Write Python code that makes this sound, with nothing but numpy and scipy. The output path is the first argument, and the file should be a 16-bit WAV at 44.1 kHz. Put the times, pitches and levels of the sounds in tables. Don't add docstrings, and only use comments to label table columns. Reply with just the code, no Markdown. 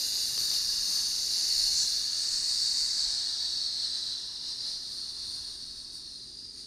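import sys
import numpy as np
from scipy import signal
from scipy.fft import rfft, irfft, next_fast_len
from scipy.io import wavfile
from scipy.ndimage import uniform_filter1d, map_coordinates

SR = 44100
rng = np.random.default_rng(int(sys.argv[2]) if len(sys.argv) > 2 else 0)


def log_audio(samples):
    frames = np.atleast_2d(samples).T
    limited = np.clip(frames, -1, 1)
    pcm = np.round(limited * 32767).astype(np.int16)
    wavfile.write(sys.argv[1], SR, pcm)


def to_linear_factor(level_db):
    exponent = np.asarray(level_db, float) / 20
    return 10 ** exponent


N = 293706

# f/Hz, width/Hz, level/dB
MOUTH_THIN = [(1777, 146, 3), (2910, 63, 6.5), (3040, 240, -10), (8400, 250, -9)]


def unit(x):
    return x / np.sqrt(np.mean(x ** 2) + 1e-20)


def along(points, hz):
    f, v = np.transpose(points)
    return np.interp(np.log(hz + 1), np.log(f + 1), v)


def curves(rows):
    s, *cols = np.transpose(rows)
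    return [np.interp(np.arange(N) / SR, s, c) for c in cols]


def wobble(rate):
    knots = rng.standard_normal(int(N * rate / SR) + 4)
    return map_coordinates(knots, [np.arange(N) * rate / SR])


def hump(s, length):
    return np.exp(-((np.arange(N) / SR - s) / length) ** 2)


def settled():
    return np.clip((np.arange(N) / SR - 3.68) / 1.6, 0, 1)


def filtered(x, response):
    m = next_fast_len(N + 8192)
    return irfft(rfft(x, m) * response(np.fft.rfftfreq(m, 1 / SR)), m)[..., :N]


def cavity(modes, f):
    gain = 1
    for hz, width, db in modes:
        off = hz * hz - f * f
        gain = gain * (off + 1j * f * width * to_linear_factor(db)) / (off + 1j * f * width)
    return gain


def smooth_field(shape, bands, frames):
    field = uniform_filter1d(rng.standard_normal(shape), size=bands, axis=0)
    return unit(uniform_filter1d(field, size=frames, axis=1))


def bursts(spectrum, modes, spread_db, patchy_db):
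    pops = rng.standard_normal(N) * to_linear_factor(spread_db * rng.exponential(size=N))
    z = signal.stft(pops, nperseg=256)[2]
    clumped = z * to_linear_factor(patchy_db * smooth_field(z.shape, 12, 8))
    pops = signal.istft(clumped, nperseg=256)[1][:N]
    return unit(filtered(pops, lambda f: to_linear_factor(along(spectrum, f)) * cavity(modes, f)))


def bubbling():
    # t/s, level/dB
    foam_level = [(0, -30), (.7, -29), (1.4, -29), (1.52, -28), (1.9, -28), (2.06, -30.5), (2.3, -29),
                  (3.11, -29.5), (3.26, -31.5), (3.75, -34), (4.1, -35), (4.3, -37), (4.9, -38),
                  (5.35, -37.5), (5.6, -40.5), (5.9, -43.5), (6.3, -46.5), (6.66, -47.5)]
    # t/s, length/s, lift/dB, extra sparkle/dB
    crowds = [(0.09, 0.033, -1.5, 5), (0.164, .05, 0.5, 1.5), (.45, 0.11, 0, 5), (1.816, 0.027, 1.86, -7),
              (3.49, 0.16, 0.5, 0), (3.84, 0.058, 2.5, 2), (3.97, 0.031, 2.5, -2), (4.072, 0.066, 1.5, 4),
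              (4.493, 0.055, 3.5, 1), (4.7, 0.063, 4.5, 1), (4.94, .06, 0.1, 9), (5.344, 0.066, 1, 3.5),
              (5.958, 0.041, 2, 11), (6.106, 0.046, 1, 1), (6.61, 0.051, 3, 4)]
    shapes = [hump(s, length) for s, length, *_ in crowds]
    lift_db, sparkle_db = np.transpose(crowds)[2:] @ shapes
    return curves(foam_level)[0] + lift_db, sparkle_db + .6 * wobble(12)


def surface():
    # t/s, share of thick foam/0-1, share of stream on bare ice/0-1
    pour = [(0, 0.99, 0.11), (.8, 0.89, 0.05), (1.6, 0.89, .13), (1.8, 0.86, 0.12), (2.13, 0.57, .05),
            (2.3, 0.32, 0.55), (2.9, 0.25, 0.7), (3.1, 0, 0.57), (3.3, 0, 0.24), (4.3, 0, 0),
            (6, 0.04, 0.01), (6.66, 0.15, 0.05)]
    thick, bare = np.clip(curves(pour), 0, 1)
    return thick, bare, np.clip(1 - thick - bare, 0, 1)


def foam(thick, thin):
    # f/Hz, level/dB per Hz
    thick_bubbles = [(300, -34), (600, -32), (1250, -29), (1600, -24.5), (2500, -27.5), (3300, -19),
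                     (3900, -2), (4500, 2.5), (5500, -4.5), (6900, -8.5), (8300, -23), (9400, -16.5),
                     (10600, -19), (12500, -37)]
    # f/Hz, level/dB per Hz
    thin_bubbles = [(300, -41), (600, -23), (1400, -22.5), (1750, -20.5), (2350, -28), (3300, -16),
                    (3900, 2), (4600, 4), (5200, -1.5), (6700, -15.5), (8000, -22), (8900, -18.5),
                    (10500, -26), (12000, -75)]
    # f/Hz, width/Hz, level/dB
    mouth_thick = [(1680, 150, 4), (2825, 75, 11), (3120, 450, -13)]
    dense = bursts(thick_bubbles, mouth_thick, spread_db=0.65, patchy_db=0.1)
    sparse = bursts(thin_bubbles, MOUTH_THIN, spread_db=0, patchy_db=0.02)
    return np.sqrt(thick) * dense + np.sqrt(thin) * sparse


def stream_on_ice(bare):
    # f/Hz, level/dB per Hz
    stream_bubbles = [(300, -32), (600, -23.5), (1300, -23.5), (1700, -18.5), (2500, -21.5), (3400, -23.5),
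                      (3900, 0), (4500, 5.5), (5200, 1), (7000, -6.5), (8300, -7), (9500, -15.5),
                      (10500, -18), (12000, -42)]
    return np.sqrt(bare) * bursts(stream_bubbles, MOUTH_THIN[:3], spread_db=0, patchy_db=0.6)


def spray(thick, bare, thin, fizz_db, sparkle_db):
    # f/Hz, level/dB per Hz
    thick_mist = [(9000, -8.5), (10600, 0.5), (12000, 3.5), (13500, -2.5), (14500, -14), (15700, -25)]
    # f/Hz, level/dB per Hz
    thin_mist = [(9500, -28), (10800, 4), (11800, 0), (12700, -1), (13500, 6), (14300, -2), (15700, -12)]
    age = np.arange(N) / SR
    level_db = fizz_db + 0.57 * sparkle_db - 39 + 14 * thick + 4 * bare + 8 * settled()
    level_db = level_db + 9 * np.exp(-age / 1.47)
    level_db = level_db - 4 * np.clip(age - 5.4, 0, None)
    mist = np.sqrt(1 - thin) * bursts(thick_mist, [], spread_db=1.2, patchy_db=.9)
    mist = mist + np.sqrt(thin) * bursts(thin_mist, [], spread_db=1, patchy_db=.6)
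    return to_linear_factor(level_db) * mist


def glass_air(crackle, thick, bare, surge, sparkle_db):
    # t/s, f/Hz, strength/dB
    main_ring = [(0, 4730, 6), (.25, 4620, 3.5), (.45, 4530, 5), (.9, 4500, 5), (1.6, 4430, 7.5),
                 (1.87, 4190, 5.5), (2, 4440, 6.5), (2.95, 4460, 7.5), (3.15, 4330, 7.5), (3.45, 4480, 7),
                 (3.7, 4330, 8), (4.15, 4090, 4.5), (4.9, 4300, 5), (5.5, 4290, 4.5), (5.95, 4470, 7),
                 (6.08, 4250, 8), (6.25, 4130, 7), (6.66, 4270, 7)]
    f, t, z = signal.stft(crackle, SR, nperseg=512)
    at = np.clip((t * SR).astype(int), 0, N - 1)
    main_hz, main_db = np.array(curves(main_ring))[:, at]
    still = settled()[at]
    thick, bare, surge, sparkle_db = thick[at], bare[at], surge[at], sparkle_db[at]
    upper_hz = 8240 * (1 + 0.11 * thick + 0.061 * still)
    upper_db = 5.5 + 2 * thick - 6 * bare + 6 * still + 0.39 * sparkle_db
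    first_hz = 7410 * (1 + .036 * thick)
    second_hz = 10050 * (1 - .025 * still)
    high_db = 6 * hump(3.6, 0.51)[at] - 9 * still
    neck = hump(6.43, 0.15)[at]
    neck_hz = 4820 * (1 - .04 * (1 - neck))
    calm = np.clip(1.1 - bare - .8 * surge, 0, 1)
    rings = [
        (main_hz, 180, main_db - 4 * neck), (main_hz - 330, 250, -4),
        (upper_hz, 900, upper_db), (13500, 800, high_db),
        (first_hz, 480, -18 * calm ** 3),
        (second_hz, 500, -8 - 8 * calm ** 2), (second_hz + 650, 500, 6 * still),
        (neck_hz, 200, 10 * neck), (4820 - 400, 300, -5 * neck)]
    z = z * to_linear_factor(1.78 * smooth_field(z.shape, 2, 80))
    return signal.istft(z * abs(cavity(rings, f[:, None])), SR, nperseg=512)[1][:N]


def fizz():
    fizz_db, sparkle_db = bubbling()
    thick, bare, thin = surface()
    surge = hump(1.8, .08)
    body = foam(thick, thin) + stream_on_ice(bare) + splash(surge)
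    crackle = to_linear_factor(fizz_db - 2) * body + spray(thick, bare, thin, fizz_db, sparkle_db)
    ringing = glass_air(crackle, thick, bare, surge, sparkle_db)
    return to_linear_factor(0.46 * wobble(14) + 0.12 * wobble(45)) * ringing


def fan():
    # f/Hz, level/dB
    lines = [(55, -66), (120, -71.5), (215, -76.5), (258.4, -68.5), (344.5, -72.5), (375, -84), (410, -80)]
    hum = np.zeros(N)
    for hz, db in lines:
        turns = np.cumsum(hz + 0.86 * wobble(5.4)) / SR
        hum += to_linear_factor(db + 1.5 + 0.38 * wobble(3.06)) * np.sin(2 * np.pi * turns)
    return hum


def room_air():
    # f/Hz, level/dB per Hz
    air_spectrum = [(15, -16), (60, -0.5), (150, -3.5), (420, -7), (500, -17), (1500, -24), (6000, -30),
                    (15500, -37)]
    return to_linear_factor(-63) * unit(filtered(rng.standard_normal(N), lambda f: to_linear_factor(along(air_spectrum, f))))


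def stand_rumble():
    # t/s, length/s, level/dB
    jolts = [(.5, .3, -58), (.85, .2, -59.5), (1.1, .08, -61), (1.4, 0.17, -61), (1.65, .09, -48),
             (1.8, .1, -58), (2.02, 0.036, -54), (2.42, .12, -58), (2.82, .1, -57), (3.06, 0.084, -54.5),
             (3.55, .2, -68), (4.72, .08, -67), (4.95, .1, -68), (5.45, .08, -66), (5.72, 0.13, -62)]
    spectrum = [(8, -13), (20, -3), (45, -6), (75, -23.5), (200, -65)]  # f/Hz, level/dB per Hz
    low = unit(filtered(rng.standard_normal(N), lambda f: to_linear_factor(along(spectrum, f))))
    shake = to_linear_factor(-68 - 3 * settled())
    for s, length, db in jolts:
        shake = shake + to_linear_factor(db - 6) * hump(s, length)
    return shake * low


def loose_bands(stereo):
    # t/s, low edge f/Hz
    flips = [(.035, 10300), (.165, 8300), (.17, 13450), (.38, 9800), (.475, 9700), (.475, 11000),
             (.52, 9700), (.52, 12800), (.595, 8100), (.595, 11900), (.785, 8900), (.87, 10300),
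             (1.055, 11100), (1.13, 11900), (1.21, 9200), (1.79, 12300), (1.89, 12300), (1.96, 10350),
             (2.09, 8500), (2.105, 12000), (2.2, 10800), (2.45, 10350), (2.745, 9600), (3.065, 8900),
             (3.43, 8900), (4.15, 9650), (4.47, 8900), (4.81, 8900), (5.22, 8900), (5.43, 8900)]
    f, t, z = signal.stft(stereo, SR, nperseg=256)
    s, low_hz = np.transpose(flips)
    band = (f[:, None] > low_hz) & (f[:, None] < low_hz + 900)
    fade = np.cos(np.pi / 2 * np.clip((t - s[:, None]) / .027, -1, 1)) ** 2
    apart = np.clip(band @ fade, 0, 1)
    other = np.roll(z[0], 40, axis=1)
    z = z * (1 - .9 * apart) + .95 * apart * np.array([other, -other])
    return signal.istft(z, SR, nperseg=256)[1][:, :N]


def lean_left(mono):
    # start t/s, end t/s, lean/dB, width/dB, top f/Hz
    leans = [(0.362, 0.388, -15, -22, 14000), (0.413, 0.477, -20, -14, 7600),
             (0.502, 0.563, -15, -20, 8400), (0.852, 0.905, -15, -17, 8000),
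             (0.931, 0.985, -14.5, -22, 13000), (1.844, 1.863, -16, -8, 3350)]
    t = np.arange(N) / SR
    echo = signal.fftconvolve(mono, rng.standard_normal(300) / np.sqrt(300))[:N]
    side = np.zeros(N)
    for a, b, lean_db, wide_db, top_hz in leans:
        moved = ((t > a) & (t < b)) * (to_linear_factor(lean_db) * mono + to_linear_factor(wide_db) * echo)
        side += filtered(moved, lambda f: (f < top_hz) * f / (f + 45))
    return side


def slosh():
    # t/s, f/Hz, length/s, level/dB
    gulps = [(.37, 130, 0.18, -58.5), (0.66, 108, .2, -69), (0.937, 205.2, 0.24, -59.5),
             (1.74, 100, 0.26, -58.5), (4.95, 129.6, 0.12, -64), (1.2, 324, 0.12, -67),
             (1.847, 130, 0.071, -61), (5.4, 74, 0.58, -62.5)]
    out = np.zeros(N)
    for s, hz, length, db in gulps:
        noise = rng.standard_normal(N)
        tone = unit(filtered(noise, lambda f: cavity([(hz, 0.47 * hz, 40)], f) - 1))
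        out += to_linear_factor(db) * hump(s, length / 2) * tone
    return out


def ice():
    # t/s, peak level/dB
    cube_knocks = [(0.3774, -32.5), (0.379, -35), (0.412, -33), (0.51, -38), (.512, -39), (0.514, -37),
                   (.52, -35), (0.535, -37), (0.546, -39.5), (1.848, -33.5)]
    # t/s, peak level/dB
    ice_cracks = [(.3793, -25), (.5337, -26), (.5377, -19.5), (.5466, -22)]
    cracks, knocks = np.zeros(N + SR), np.zeros(N + SR)
    t = np.arange(SR // 100) / SR
    snap = np.exp(-(t / .00016 - 2.5) ** 2) * np.sin(2 * np.pi * 4800 * t)
    for s, db in ice_cracks:
        cracks[round(s * SR):][:len(t)] += to_linear_factor(db) * snap
    for s, db in cube_knocks:
        puff = rng.standard_normal(len(t))
        knocks[round(s * SR):][:len(t)] += to_linear_factor(db + 1 - 60 * t / 0.016) * puff
    return cracks[:N] + filtered(knocks[:N], lambda f: 1 / (1 + 1j * f / 1800))


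def splash(surge):
    # f/Hz, level/dB per Hz
    splash_spectrum = [(3000, -40), (4500, -10), (5500, 4), (6400, 8), (7800, 0), (8600, -18), (10000, -42)]
    return to_linear_factor(-3) * surge * bursts(splash_spectrum, [], spread_db=1, patchy_db=1)


def scene():
    clinks = ice()
    mono = fizz() + fan() + room_air() + stand_rumble() + slosh() + clinks
    early = np.arange(N) / SR < 2
    side = .5 * clinks * early + lean_left(mono)
    return np.array([mono + side, mono - side])


def top_cut(x):
    return signal.sosfilt(signal.butter(12, 15710, fs=SR, output="sos"), x)


def record(dry):
    mix = filtered(loose_bands(dry), lambda hz: hz < 15720)
    return top_cut(mix)


dry = scene()
out = record(dry)
log_audio(out)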